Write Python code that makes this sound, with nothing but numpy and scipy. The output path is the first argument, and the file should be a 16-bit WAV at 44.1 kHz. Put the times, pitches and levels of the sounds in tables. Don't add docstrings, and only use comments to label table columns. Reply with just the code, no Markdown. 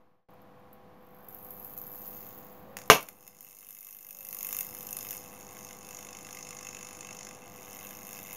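import sys
import numpy as np
from scipy import signal
from scipy.fft import rfft, irfft
from scipy.io import wavfile
from scipy.ndimage import uniform_filter1d

SR = 44100
rng = np.random.default_rng(int(sys.argv[2]) if len(sys.argv) > 2 else 0)


def bounce(signal):
    frames = np.transpose(np.atleast_2d(signal))
    limited = np.clip(frames, -1, 1)
    pcm = np.round(limited * 32767).astype(np.int16)
    wavfile.write(sys.argv[1], SR, pcm)


def undo_db(level):
    steps = np.asarray(level, float) / 20
    return 10 ** steps


N = 368676


def rms_one(x):
    return x / np.sqrt(np.mean(x ** 2) + 1e-20)


def in_time(rows):
    s, *columns = np.transpose(rows)
    return [np.interp(np.arange(N) / SR, s, column) for column in columns]


def at_hz(points, hz):
    points_hz, points_db = np.transpose(points)
    return np.interp(np.log(hz), np.log(points_hz), points_db)


def colour(x, spectrum, rings=()):
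    size = 4096
    hz = np.arange(size // 2 + 1) * SR / size + 1
    db = at_hz(spectrum, hz)
    for ring_hz, width_hz, top_db in rings:
        db = db + top_db / (1 + (2 * (hz - ring_hz) / width_hz) ** 2)
    cepstrum = irfft(np.log(undo_db(db)))
    cepstrum[1:size // 2] *= 2
    response = irfft(np.exp(rfft(cepstrum[:size // 2], size)))[:size // 2]
    return signal.fftconvolve(x, response / np.linalg.norm(response))[:len(x)]


def crackle(per_s, spread_db):
    sizes = undo_db(spread_db * np.minimum(rng.exponential(1, N), 4))
    signs = rng.choice([-1, 1], N)
    happens = rng.random(N) < per_s / SR
    return rms_one(sizes * signs * happens)


MAINS_HZ, FIRST_STRIKE_S = 49.986, .0056
BURN_S, SAG_S, RISE_S = .0042, .03, .0009
PUFF_DB = 11
BANG_S = 2.9
# [t/s, peak level/dB, extra body/dB]
SPARKS = [(2.7683, -29, -12), (3.0268, -28, -1), (3.0865, -26.5, -0.5), (3.2766, -31.5, -2.5),
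          (3.4067, -30.5, -4.5), (3.706, -28.5, -1.5), (3.8675, -27.5, -1.5), (4.1065, -27, 1),
          (4.2485, -25, -1), (4.3271, -22.5, 0.5), (4.3464, -20.5, -2.5), (4.428, -18.5, -4.5),
          (4.4467, -18.5, -3), (4.4674, -19, -2), (4.5272, -17, 1.5), (4.5665, -16.5, -4),
          (4.587, -15, -1.5), (4.6072, -14, -3.5), (4.7477, -24, 0), (4.807, -26.5, 1), (4.9072, -22.5, -6),
          (4.9275, -19, -3), (4.9673, -16.5, -5.5), (4.987, -22.5, -2), (5.1072, -17.5, -5),
          (5.167, -24.5, -9), (6.3694, -38, 5), (6.5064, -34.5, 1), (8.1287, -27.5, -1),
          (8.3285, -24, -4.5)]
# [t/s, peak level/dB, extra body/dB]
TICKS = [(0.3042, -54, 0), (0.3361, -52, 2), (0.417, -49, 0), (0.5965, -58, 0), (0.7292, -38, -9),
         (1.285, -28, -1), (1.346, -28.5, 1.5), (1.506, -23.5, -3), (1.646, -25, -3), (1.736, -26, -5),
         (1.763, -25, -1), (1.776, -22.5, 2), (1.7858, -23, -5), (1.8154, -26, -4), (1.8663, -26, -2),
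         (2.8993, -7, 1.5), (2.9264, -18, -4), (2.9464, -18, -4), (2.9674, -29, 0), (3.0071, -28.5, 0)]
# [t/s, length/s, loss/dB]
LULLS = [(1.268, .03, 6), (3.06, 0.027, -4), (3.35, 0.11, 5), (3.974, 0.081, 3), (4.951, .03, 5),
         (5.015, 0.025, 0.5), (5.45, 0.076, 3), (5.79, 0.12, 4.5), (6.14, 0.18, 3.5), (7.386, 0.061, 2),
         (7.998, 0.12, 3.5), (8.218, 0.026, 2)]


def arc(table, voice, spectra, rings, uneven_db, own_db, leak_db, crest_db):
    t = np.arange(N) / SR
    begin_s, end_s = table[0][0], table[-1][0]
    heat_db, shift_db, weak_db = uniform_filter1d(in_time(table), size=SR // 25)
    for s, length, loss_db in LULLS:
        heat_db = heat_db - loss_db * np.exp(-(2 * (t - s) / length) ** 2)
    levels_db = [heat_db + offset_db + share * shift_db + drift_db * (t - begin_s)
                 for offset_db, share, drift_db in voice]

    lead_s = .003
    half_cycles = (t - FIRST_STRIKE_S + lead_s) * 2 * MAINS_HZ
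    which = np.maximum(half_cycles, 0).astype(int)
    strength, late_s, *own = np.clip(rng.standard_normal((6, which[-1] + 1)), -1.7, 1.7)
    late_s = 0.0006 * late_s
    own = own_db * np.array(own)
    gain = undo_db(uneven_db * strength)[which] * undo_db(weak_db * (which % 2))
    usual = np.sqrt(uniform_filter1d(gain ** 2 * BURN_S * MAINS_HZ + undo_db(leak_db) ** 2, size=SR // 8))
    gain = gain / usual

    bright = np.hypot(undo_db(levels_db[0]), undo_db(levels_db[1]))
    for s, peak_db, body_db in SPARKS + TICKS:
        k = which[int(s * SR)]
        late_s[k] = s - RISE_S / 2 - FIRST_STRIKE_S - k / (2 * MAINS_HZ)
        own[:, k] = 0, 0, body_db, body_db
        gain[which == k] = undo_db(peak_db - crest_db) / bright[which == k]

    since_s = half_cycles % 1 / (2 * MAINS_HZ) - lead_s - late_s[which]
    flame = np.clip(since_s / RISE_S, 0, 1) * np.exp(-since_s / SAG_S - (since_s / BURN_S) ** 6)
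    fizz = crackle(30000, 1.1)

    cycle = half_cycles % 2
    puff_db = PUFF_DB * np.clip(-weak_db / 8.0, 0, 1) * (.5 - cycle / 2 - (cycle < .3))
    hiss = undo_db(leak_db + puff_db) / usual * rng.standard_normal(N)

    near_bang = abs(t - BANG_S - .005) <= .012
    live = (t > begin_s) & (t < end_s + .003) & ~near_bang
    drive = live * (gain * flame * fizz + hiss)
    out = 0
    for level_db, own_k, spectrum in zip(levels_db, own, spectra):
        out = out + colour(drive * undo_db(level_db + own_k[which]), spectrum, rings)
    return out


# [t/s, strength level/dB, whistle climb/dB, weak half-cycle level/dB]
LIT = [
    (0.29, -106, 0, -3),
    (0.93, -91, -6, -3),
    (1.05, -74, -2, -12),
    (1.24, -65, -3, -12),
    (1.32, -55.5, -3, -8),
    (1.76, -52.5, 0, 6),
    (2.08, -48.5, 1.5, -1),
    (2.2, -52, 8, -5),
    (2.49, -66, 13, -1),
    (2.755, -72, -1, -4),
]
# [offset/dB, share of the climb, drift/(dB per s)]
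LIT_VOICE = [
    (-1.5, 1.12, 0),
    (1.5, -0.72, 0.5),
    (-22, 0.63, 3),
    (-24.5, 1.05, 0.1),
]
# [f/Hz, level/dB per Hz]
TOP_LIT = [(8000, -32), (13600, -3.5), (14800, -3), (15700, -5)]
UPPER_LIT = [(4820, -68), (8200, -30), (10200, -14), (11000, -16), (11300, -6.5), (12300, 0.5), (12800, 2),
             (13600, -7.5)]
MIDDLE_LIT = [(2290, -46), (3900, -19), (4640, -11.5), (4960, -5.5), (5870, -4.5), (6520, 2), (7400, -2.5),
              (8000, -36), (10400, -61), (17600, -120)]
# [f/Hz, level/dB per Hz]
BOTTOM = [(530, -26), (900, -13), (1120, -0.5), (1470, -13), (1680, -4), (1810, -15.5), (2090, 3.5),
          (2350, -9.5), (2660, 4), (2820, -7.5), (3040, -4), (3260, -16), (3610, -8), (4100, -17.5),
          (5330, -44.5), (9020, -120)]
# [f/Hz, width/Hz, level/dB]
RINGS_LIT = [(4325, 78, 10), (4986, 77, 6), (12500, 290, 2), (14400, 300, 3.5), (15400, 340, 4.5),
             (13800, 300, -3)]


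def shining_lamp():
    return arc(LIT, LIT_VOICE, (TOP_LIT, UPPER_LIT, MIDDLE_LIT, BOTTOM), RINGS_LIT,
               uneven_db=-0.5, own_db=2.5, leak_db=-12, crest_db=10.0)


# [t/s, heat level/dB, sharpness/dB, weak half-cycle level/dB]
BURNT = [(2.765, -55, -10, 0), (2.885, -65.5, 9, 10), (3.13, -69.5, 6.5, -4), (3.4, -60, 3.5, -5),
         (3.85, -60, 11, -8), (4.1, -59.5, 11, -14), (4.3, -54.5, 9, -9), (4.57, -46, 7.5, -11),
         (4.68, -56, 8, -5), (4.97, -49.5, 4, -10.5), (5.16, -48.5, 3, -2), (5.22, -57, 0, 1),
         (5.95, -49.5, -8, -10.5), (6.6, -47.5, -14.5, -16), (7.3, -50, -15, -13), (7.45, -58.5, -6, 6),
         (7.85, -52, 0, -6), (8.36, -53, 1, -1)]
# [offset/dB, share of the sharpness, drift/(dB per s)]
BURNT_VOICE = [
    (-0.5, 0.92, 0.5),
    (-6.5, 0.32, -0.11),
    (-1, 0.039, 0),
    (-8.5, 0.15, 1.1454),
]
# [f/Hz, level/dB per Hz]
TOP_BURNT = [(6650, -49), (11300, -8.5), (11900, -5.5), (12700, -3), (13700, -1.5), (14300, -0.5),
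             (15200, -18), (15700, -11.5)]
UPPER_BURNT = [(4760, -38.5), (8100, -23), (8480, -7), (9570, -8), (9840, -6), (10300, 2.5), (11300, -9.5),
               (14700, -47), (22000, -120)]
MIDDLE = [(2350, -47), (4000, -18), (4360, -12), (4580, -17.5), (5460, -5.5), (6040, -6.5), (6680, -2.5),
          (7290, -3.5), (7660, -27), (8000, -20), (10400, -52), (17600, -120)]
# [f/Hz, width/Hz, level/dB]
RINGS_BURNT = [(5270, 45, 4), (4850, 50, 5), (5900, 83, 3.4), (6550, 620, 6.7), (8720, 140, 5.9),
               (13900, 300, 3.7), (15340, 500, 6)]


def burning_board():
    return arc(BURNT, BURNT_VOICE, (TOP_BURNT, UPPER_BURNT, MIDDLE, BOTTOM), RINGS_BURNT,
               uneven_db=0.75, own_db=2.2, leak_db=-17.5, crest_db=10.0)


# [t/s, level/dB]
BANG = [
    (2.9, 5.5),
    (2.9006, 6.5),
    (2.9024, -10.5),
    (2.9083, -8),
    (2.9185, -16.5),
]
# [f/Hz, level/dB per Hz]
BANG_COLOUR = [(29, -45), (50, -21.5), (155, -7), (362, -8.5), (572, 1.5), (783, -2), (1180, -3.5),
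               (1780, -10), (2750, -2.5), (4450, -15), (6550, -6), (7950, -28.5), (9410, -15.5),
               (14200, -14.5), (16000, -26.5)]
# [f/Hz, time to fall 60 dB/s]
BANG_TAIL = [(60, 0.19), (160, 0.2), (420, 0.19), (1100, 0.22), (2910, 0.19), (7680, 0.18)]
# [f/Hz, width/Hz, level/dB]
BANG_RINGS = [(169, 98, 6.5), (307, 25, 11), (433, 43, 7), (694, 43, 3), (1170, 40, 4), (1030, 40, 5),
              (1577, 10, 6), (2256, 130, 8.5), (2700, 155, 5), (4360, 53, 10.5), (7150, 220, 3)]


def bang(pulse_s, tail_db):
    t = np.arange(int(.6 * SR)) / SR
    x = np.zeros(len(t))
    for s, db in BANG:
        u = (t - s + BANG[0][0]) / pulse_s
        x += undo_db(db) * (1 - 2 * u) * (u >= 0) * (u < 1)
    white = rng.standard_normal((2, len(t)))
    edges_hz = 40 * 2 ** np.arange(0, 8.8, .5)
    for k, (low, high) in enumerate(zip(edges_hz, edges_hz[1:])):
        band_filter = signal.butter(2, [low, high], "band", fs=SR, output="sos")
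        band = signal.sosfilt(band_filter, white[k % 2])
        t60_s = at_hz(BANG_TAIL, np.sqrt(low * high))
        x += undo_db(tail_db - 60 * t / t60_s) * band
    thump = undo_db(-27) * np.sin(2 * np.pi * 95 * t) * np.exp(-t / 0.006)
    out = np.zeros(N)
    start = int(BANG[0][0] * SR)
    out[start:start + len(t)] = colour(x, BANG_COLOUR, BANG_RINGS) + thump
    return out


# [t/s, peak level/dB]
POPS = [
    (2.769, -21.5),
    (2.788, -29),
    (2.8167, -33),
    (3.0866, -32.5),
    (3.2777, -56.5),
    (3.407, -56),
]
# [f/Hz, level/dB per Hz]
POP_COLOUR = [(350, -36.5), (600, -1.5), (2120, -5.5), (2830, -5.5), (3480, -15.5), (7020, -7), (7940, -19),
              (13600, -8.5), (14700, -10), (16000, -7)]


def pops(decay_s):
    s, db = np.transpose(POPS)
    starts = np.zeros(N)
    starts[(s * SR).astype(int)] = undo_db(db)
    fading = signal.fftconvolve(starts, np.exp(-np.arange(600) / SR / decay_s))[:N]
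    rattle = crackle(8000, 3.0) * fading
    return colour(undo_db(10.5) * starts + undo_db(-8) * rattle, POP_COLOUR)


# [start t/s, end t/s, level/dB]
WHISTLES = [
    (3.15, 3.4, -76),
    (4.6, 5.3, -65.5),
]
WHISTLE_HZ, WHISTLE_WIDTH_HZ, WHISTLE_SWELL_S = 5190, 100, .1


def whistle():
    t = np.arange(N) / SR
    r = np.exp(-np.pi * WHISTLE_WIDTH_HZ / SR)
    poles = [1, -2 * r * np.cos(2 * np.pi * WHISTLE_HZ / SR), r * r]
    once = signal.lfilter([1, 0, -1], poles, rng.standard_normal(N))
    tone = rms_one(signal.lfilter([1], poles, once))
    swell = 0
    for s, end, db in WHISTLES:
        swell = swell + undo_db(db) * np.clip(np.minimum(t - s, end - t) / WHISTLE_SWELL_S, 0, 1)
    return tone * swell


ROOM_T60_S = .24


def room(x, wet_db, echo_db):
    t = np.arange(int(.3 * SR)) / SR
    tail = rng.standard_normal(len(t)) * undo_db(-60 * t / ROOM_T60_S) * np.clip(t / 0.0054, 0, 1)
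    echo = rng.standard_normal(len(t)) * np.exp(-((t - .0085) / 0.00044) ** 2)
    response = undo_db(wet_db) * tail / np.linalg.norm(tail) + undo_db(echo_db) * echo / np.linalg.norm(echo)
    response[0] = 1
    return signal.fftconvolve(x, response / np.linalg.norm(response))[:N]


# [t/s, length/s, f/Hz, level/dB]
HOOTS = [
    (1.14, 0.21, 1544, -68),
    (2.622, 0.21, 552, -54),
    (4.079, 0.32, 553, -62),
    (6.55, 0.3, 640, -72),
    (7.447, 0.1, 703, -57),
    (7.62, 0.22, 755, -58),
]


def hoots():
    t, out = np.arange(N) / SR, 0
    waver = np.cumsum(np.interp(t, np.arange(0, 9, .025), rng.standard_normal(360))) / SR
    for s, length, hz, db in HOOTS:
        swell = np.sin(np.pi * np.clip((t - s) / length, 0, 1))
        out = out + undo_db(db) * swell * np.sin(2 * np.pi * (hz * t + 9 * waver))
    return out


HUM_ORDERS = [2, 4, 6, 10, 13, 14, 15, 16, 17, 18, 20, 21, 22, 24]
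HUM_DB = [-14.5, -9, -28.5, -5, -14, -14, -14.5, -9, -38, -18.5, -14.5, -21, -12, -17]


def transformer_hum():
    t, hum = np.arange(N) / SR, 0
    phases = rng.uniform(0, 2 * np.pi, len(HUM_DB))
    for order, db, phase in zip(HUM_ORDERS, HUM_DB, phases):
        hum = hum + undo_db(db + 3.0) * np.sin(2 * np.pi * order * MAINS_HZ * t + phase)
    return hum


# [t/s, level/dB]
FADE = [
    (0, -66),
    (.14, -72),
    (.23, -80),
    (.2845, -97),
    (.287, -58),
]
# [t/s, room level/dB]
GAIN = [(0.29, -58), (0.97, -58), (1.5, -55), (2.86, -54), (3.12, -62.5), (3.849, -72.5), (4.17, -65.5),
        (4.401, -58), (4.8, -54.5), (8.36, -54)]
# [f/Hz, level/dB per Hz]
ROOM_NOISE = [(26, -40), (45, -14.5), (100, -8), (170, -3), (440, -8.5), (800, -10.5), (1150, -13),
              (2350, -23.5), (7000, -40.5), (8050, -47), (9500, -41), (14500, -34), (16000, -48.5)]
OFFSET_FULL, OFFSET_FOLLOWS, OFFSET_FADE = -.0013, .5, (-.001, 0)


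def background():
    t = np.arange(N) / SR
    level_db, = in_time(FADE + GAIN)
    common, apart = (colour(white, ROOM_NOISE) for white in rng.standard_normal((2, N)))
    fade_end_s = FADE[-1][0]
    offset_in_fade = np.interp(t, [0, fade_end_s], OFFSET_FADE)
    offset_after = OFFSET_FULL * undo_db(OFFSET_FOLLOWS * (level_db - level_db.max()))
    offset = uniform_filter1d(np.where(t < fade_end_s, offset_in_fade, offset_after), size=SR // 400)
    mid = undo_db(level_db) * (common + transformer_hum()) + offset
    return mid, undo_db(level_db - 14.5) * apart


def scene():
    board = room(shining_lamp() + burning_board() + pops(decay_s=.002), wet_db=-9.5, echo_db=-17.5)
    burst = bang(pulse_s=0.00055, tail_db=-10)
    mid, side = background()
    mid = mid + board + burst + whistle() + hoots()
    return np.array([mid + side, mid - side])


def band_limit(x):
    return signal.sosfilt(signal.butter(12, 16500, fs=SR, output="sos"), x)


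def record(dry):
    cut = signal.sosfilt(signal.ellip(8, .5, 38, 15700, fs=SR, output="sos"), dry)
    clipped = np.clip(cut, -.94, .94)
    smooth = signal.sosfilt(signal.ellip(8, .2, 60, 16350, fs=SR, output="sos"), clipped)
    return band_limit(smooth)


dry = scene()
out = record(dry)
bounce(out)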